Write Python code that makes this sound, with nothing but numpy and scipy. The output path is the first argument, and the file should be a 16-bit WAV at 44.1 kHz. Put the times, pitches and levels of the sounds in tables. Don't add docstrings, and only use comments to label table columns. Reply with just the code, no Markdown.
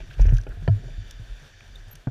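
import sys
import numpy as np
from scipy import signal
from scipy.fft import rfft, irfft
from scipy.io import wavfile
from scipy.ndimage import uniform_filter1d

SR = 44100
rng = np.random.default_rng(int(sys.argv[2]) if len(sys.argv) > 2 else 0)


def boost(x):
    u = np.asarray(x, float) / 20
    return 10 ** u


def to_wav(sig):
    pcm = np.clip(np.atleast_2d(sig), -1, 1) * 32767
    pcm = np.round(pcm).astype(np.int16)
    wavfile.write(sys.argv[1], SR, pcm.T)


N = 92610
T = np.arange(N) / SR


def unit(x):
    return x / np.sqrt(np.mean(x ** 2))


def spike(start_s):
    return np.bincount([int(start_s * SR)], minlength=N) * 1.0


def noise():
    return rng.standard_normal(N)


def walk(rate_hz):
    k = int(SR / rate_hz)
    return unit(uniform_filter1d(uniform_filter1d(noise(), k), k))


def curve(table):
    return boost(np.interp(T, *np.array(table).T))


def lowpass(x, order, hz):
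    return signal.sosfilt(signal.butter(order, hz, fs=SR, output="sos"), x)


def band(x, hz, width_hz):
    return signal.lfilter(*signal.iirpeak(min(hz, 0.44 * SR), hz / width_hz, fs=SR), x)


def ring(x, hz, t60_s):
    decay = np.log(1000) / (t60_s * SR)
    return signal.lfilter([1], [1, -np.exp(2j * np.pi * hz / SR - decay)], x).imag


def swell(x, hz, t60_s):
    decay = np.log(1000) / (t60_s * SR)
    pole = np.exp(2j * np.pi * hz / SR - decay)
    first = signal.lfilter([1], [1, -pole], x.astype(complex))
    return signal.lfilter([1], [1, -pole], first).imag * decay * np.e


# pitch_hz, density_db (per Hz)
FLOOR_SPECTRUM = [(120, -4), (200, -8), (660, -5), (1110, -12), (1630, -4), (2060, -13.5), (2510, -10.5),
                  (5770, -21.5), (15000, -32.5)]


def floor():
    hz, db = np.array(FLOOR_SPECTRUM).T
    f = np.fft.rfftfreq(N, 1 / SR)
    colour = boost(np.interp(np.log(f + 1), np.log(hz), db, left=-40))
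    return boost(-58 + 1.8 * walk(19)) * unit(irfft(rfft(noise()) * colour, N))


# time_s, level_db
BIKE_LEVEL = [
    (0, -61.5),
    (.5, -69),
    (.68, -64.5),
    (.8, -61),
    (1.0, -58),
    (1.2, -60.5),
    (1.5, -61),
    (1.75, -60.5),
    (1.95, -65),
    (2.1, -69),
]
# pitch_hz, width_hz, level_db
HISS_BANDS = [(1500, 79, -12.5), (1715, 256, -1), (2400, 720, -10), (3110, 430, -6.5), (3585, 280, -5),
              (4444, 180, -10.5), (4800, 140, -12.5), (5760, 820, -7), (7000, 350, -15.5)]
# pitch_hz, level_db
WHINE = [(2335, -68.5), (3503, -65.5)]


def hiss():
    bands, lines = 0, 0
    for hz, width_hz, db in HISS_BANDS:
        wide_hz = 1.4 * width_hz
        coloured = unit(band(band(noise(), hz, wide_hz), hz, wide_hz))
        bands = bands + boost(db + 1.8 * walk(25)) * coloured
    for hz, db in WHINE:
        lines = lines + boost(db + 2 * walk(3.4)) * np.sin(2 * np.pi * hz * T + 0.56 * walk(5.6))
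    gain = curve(BIKE_LEVEL)
    return bands * gain + lines * gain / gain.max()


# time_s, level_db
EFFORT = [(0.0, -37), (0.17, -37), (0.34, -36.5), (.52, -33), (0.64, -35.5), (.75, -30), (0.84, -32.5),
          (.92, -39.5), (1.04, -34.5), (1.16, -41.5), (1.3, -40), (1.42, -42), (1.52, -47), (1.61, -45.5),
          (1.69, -39.5), (1.85, -44.5), (1.95, -41.5), (2.04, -51.5)]
# pitch_hz, level_db, t60_s
MOUNT_MODES = [(29, -16, 0.056), (37.86, -2.5, 0.36), (75.6, -18.5, 0.02), (99, -12.5, 0.076),
               (145, -22, 0.064), (215, -28.5, 0.043), (359, -26.5, 0.01), (692, -34.5, 0.022)]


def tremble():
    out = 0
    for hz, db, t60_s in MOUNT_MODES:
        moving = unit(ring(ring(noise(), hz, t60_s), hz, 0.37 * t60_s))
        out = out + boost(db + 1.7 * walk(17)) * moving
    return out * curve(EFFORT)


# start_s, length_s, pitch_hz, level_db
SQUEAK = [
    (1.910, 0.012, 12380, -44),
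    (1.924, 0.014, 12450, -44),
]


def squeak():
    out = 0
    for s, length_s, hz, db in SQUEAK:
        slip = np.sin(np.pi * np.clip((T - s) / length_s, 0, 1) ** 0.94)
        out = out + boost(db) * np.sin(2 * np.pi * hz * T) * slip
    return out


def grit():
    return noise() * boost(2.5 * rng.exponential(size=N) + 3 * walk(400))


def burst(grains, start_s, db, hz, width_hz, length_s, broad_db):
    u = np.clip((T - start_s) / length_s, 0, 5)
    on = (u > 0) & (u < 5)
    puff = (grains * np.minimum(u * 8, 1) * np.exp(-u ** 3))[on]

    def scale(v):
        return v * np.sqrt(length_s * SR / np.sum(v ** 2))

    narrow = scale(band(band(puff, hz, width_hz), hz, 2 * width_hz))
    broad = scale(band(puff, 9200, 8000))
    out = np.zeros(N)
    out[on] = boost(db) * (narrow + boost(broad_db) * broad)
    return out


# start_s, level_db
TICKS = [(0.541, -68), (0.605, -62), (0.677, -72), (0.701, -63), (0.763, -60.5), (0.8377, -63),
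         (0.901, -60), (0.9983, -60), (1.0796, -60), (1.1086, -71), (1.2028, -64), (1.304, -60),
         (1.334, -61), (1.3969, -59), (1.4448, -70), (1.48, -62), (1.605, -59), (1.6786, -60),
         (1.7536, -83), (1.8399, -63), (1.8823, -77), (1.9317, -72), (1.9536, -100), (1.9851, -62)]


def ticks():
    grains = grit()
    return sum(burst(grains, s, db - 9, 9200, 780, 0.00274, -11) for s, db in TICKS)


# start_s, level_db, pitch_hz, width_hz, length_s
RATTLES = [(.000, -57.5, 2400, 2750, 0.033), (0.103, -55.5, 3000, 1200, 0.013),
           (.107, -53, 1620, 348, 0.0052), (.116, -63.5, 1660, 500, 0.018),
           (.149, -61.5, 1600, 400, 0.0058), (0.127, -56.5, 3000, 3000, 0.016),
           (0.177, -56, 2180, 3000, 0.098), (0.192, -63, 3530, 2500, 0.0023),
           (0.21, -50.5, 5570, 2440, 0.005), (0.214, -50.5, 5260, 2400, 0.0098),
           (0.245, -65, 5040, 4000, 0.0033), (0.251, -57.5, 1790, 1205, .02),
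           (0.258, -60.5, 4800, 3000, 0.0033), (0.265, -52, 5000, 2500, 0.0056),
           (0.282, -51.5, 1870, 1200, 0.0038), (.288, -54, 2000, 1600, 0.015),
           (0.302, -60.5, 1560, 706, .08), (0.293, -62, 5860, 1000, 0.018),
           (0.3322, -58.5, 9450, 4030, 0.0026), (0.336, -56.5, 5160, 6140, 0.023),
           (0.3673, -46.5, 4170, 3230, 0.004), (0.373, -52.5, 3540, 3000, 0.0049),
           (0.381, -50, 5540, 2430, 0.0045), (0.385, -52, 1590, 239, 0.0078),
           (.413, -55, 5860, 2000, 0.004), (0.435, -57, 4560, 3500, .005),
           (0.468, -54.5, 2500, 400, 0.0027), (.4906, -58, 7500, 5900, 0.0015),
           (0.491, -60.5, 1500, 505, 0.044), (0.677, -49.5, 4320, 710, 0.0027),
           (0.878, -67, 4850, 3000, 0.0073), (0.903, -62.5, 2400, 500, 0.0078),
           (1.109, -45, 5600, 5200, 0.004), (1.534, -60.5, 1850, 400, 0.0098),
           (1.606, -50, 2220, 1800, 0.0029), (1.755, -46, 3670, 198, 0.0057),
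           (1.881, -66, 7800, 3800, 0.011), (1.930, -64, 14300, 2000, 0.0036),
           (1.9531, -50.5, 5370, 7000, 0.0061)]
# pitch_hz, width_hz, level_db
PORTS = [(1620, 400, 6), (2450, 400, 3), (5800, 900, 2), (9600, 1200, -6)]


def rattles():
    grains, chatter = grit(), 0
    for s, db, hz, width_hz, length_s in RATTLES:
        broad_db = -10 + 20 * np.log10(hz / 5000)
        chatter = chatter + burst(grains, s, db, hz, width_hz, length_s, broad_db)
    wall = lowpass(chatter, 4, 7980)
    ports = sum(boost(db) * band(chatter, hz, width_hz) for hz, width_hz, db in PORTS)
    return wall + boost(-5.5) * (chatter - wall) + ports


# start_s, level_db, pitch_hz, fade_cycles, first swing (out +1, in -1)
THUDS = [(0.1961, -25, 480, 3.2, 1), (0.3239, -11.5, 103, 6, 1), (0.3358, -8.5, 71, 1.3, -1),
         (0.4672, -31.5, 410, 4.6, 1), (.6774, -24, 1756, 31, -1), (0.678, -15.5, 509, 6.9, -1),
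         (.6810, -8.5, 117, 4.5, 1), (.6805, -27.5, 390, 7.5, 1), (.6830, -26.5, 672, 40, 1),
         (.6848, -8, 117.7, 2.8, -1), (0.9799, -23, 72, 6.1, -1), (1.1961, -28.5, 110, 5.9, 1),
         (2.0713, -18, 150, 4.6, 1), (2.0718, -27.5, 604, 4.7, 1), (2.0724, -33.5, 1500, 30, 1),
         (2.0724, -23.5, 274, 9.6, 1), (2.0770, -33, 680, 31, 1), (2.0775, -30, 277, 5.4, 1),
         (2.0782, -17.5, 118, 5.6, 1)]


def thuds():
    out = 0
    for s, db, hz, cycles, way in THUDS:
        swing = np.sign(way) * boost(db) * ring(spike(s), hz, cycles / hz)
        out = out + lowpass(swing, 2, 6.4 * hz)
    return out


# pitch_hz, level_db, t60_s
HOUSING = [(175, -10.5, 0.14), (258, -15, 0.096), (303, -17, 0.0092), (400, -11.5, 0.015),
           (517, -2.5, 0.013), (659.6, -8, 0.059), (850, -4, 0.015), (1417, -7.5, 0.04),
           (1650, -20.5, 0.07), (2300, -11.5, .025), (3000, -8.5, 0.017), (4640, -11, 0.034)]
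# start_s, level_db, contact_s, dull_above_hz
KNOCKS = [(.002, -38, 0.0054, 900), (.03, -41.5, 0.022, 397), (.091, -47, 0.014, 960),
          (.194, -27.5, 0.019, 1430), (.254, -32.5, 0.003, 890), (.284, -35.5, 0.006, 1000),
          (.293, -39, 0.0065, 900), (.302, -40, 0.011, 910), (.322, -34, 0.009, 1340),
          (.467, -34, 0.0064, 2530), (.474, -35, 0.03, 560), (.492, -41, 0.024, 560),
          (.572, -46, 0.0026, 710), (.623, -44, .006, 595), (.678, -26, 0.006, 3450),
          (.683, -26, 0.011, 926), (.740, -32.5, 0.14, 510), (.830, -34, 0.084, 520),
          (.875, -36, 0.056, 710), (.979, -37, 0.016, 246), (1.194, -46.5, 0.012, 244),
          (2.0715, -30, 0.012, 1310)]


def knocks():
    out = np.zeros(N)
    for s, knock_db, contact_s, dull_hz in KNOCKS:
        i = int(s * SR)
        size = min(8192, N - i)
        blow = spike(0)[:size]
        contact = rng.standard_normal(size) * np.exp(-2 * T[:size] / contact_s)
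        body = 0
        for mode_hz, mode_db, t60_s in HOUSING:
            hz = mode_hz * (1 + 0.03 * rng.standard_normal())
            db = knock_db + mode_db + 2 * rng.standard_normal()
            clean = ring(blow, hz, t60_s)
            at_once = hz < 320 and contact_s < 0.02
            rung = clean if at_once else ring(contact, hz, t60_s)
            same_energy = np.sqrt(np.sum(clean ** 2) / np.sum(rung ** 2))
            body = body + boost(db) * rung * same_energy
        out[i:i + size] += lowpass(body, 3, dull_hz)
    return out


# start_s, wobble_db, boom_db, boom_hz
SHAKES = [(.000, -30, -53.5, 142), (0.084, -49, -40, 130), (0.1717, -24.5, -31.5, 105),
          (0.195, -5.5, -25, 142), (0.242, -15.5, -13.5, 72.8), (0.27, -13, -19, 99.4),
          (0.323, -11, -15, 116.4), (0.368, -28.5, -24.5, 102.3), (0.470, -29.5, -36.5, 104.7),
          (0.494, -29.5, -61, 101), (0.569, -39, -30.5, 95.5), (0.621, -46, -34, 145),
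          (0.6936, -50.5, -10, 107), (0.7225, -47.5, -18.5, 100.2), (0.7508, -42, -29.5, 102),
          (0.78, -45, -38.5, 133), (.850, -63, -33, 123.2), (.905, -60, -43, 125),
          (0.987, -30.5, -32, 95.7), (1.195, -66, -38.5, 107.4), (1.2041, -32, -62, 111),
          (1.297, -30, -47, 76.6), (1.419, -66, -45, 142), (1.759, -57, -48.5, 96.5),
          (1.939, -65, -49, 145), (1.871, -44, -40, 103), (2.069, -66, -28.5, 120.3)]


def jolts():
    pushes, booms = 0, 0
    for s, wobble_db, boom_db, boom_hz in SHAKES:
        pushes = pushes + boost(wobble_db) * spike(s)
        booms = booms + boost(boom_db) * swell(spike(s), boom_hz, 10.4 / boom_hz)
    return swell(pushes, 40.53, 0.12) + booms


def scene():
    background = floor() + hiss() + tremble()
    parts = squeak() + ticks() + rattles()
    return (background + parts + thuds() + knocks() + jolts())[None]


def roll_off(x):
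    return signal.sosfilt(signal.butter(12, 15200, fs=SR, output="sos"), x)


def record(dry):
    low = signal.sosfilt(signal.ellip(8, 0.2, 60, 15150, fs=SR, output="sos"), dry)
    mix = signal.sosfilt(signal.butter(2, 18, "high", fs=SR, output="sos"), low)
    return roll_off(mix)


dry = scene()
out = record(dry)
to_wav(out)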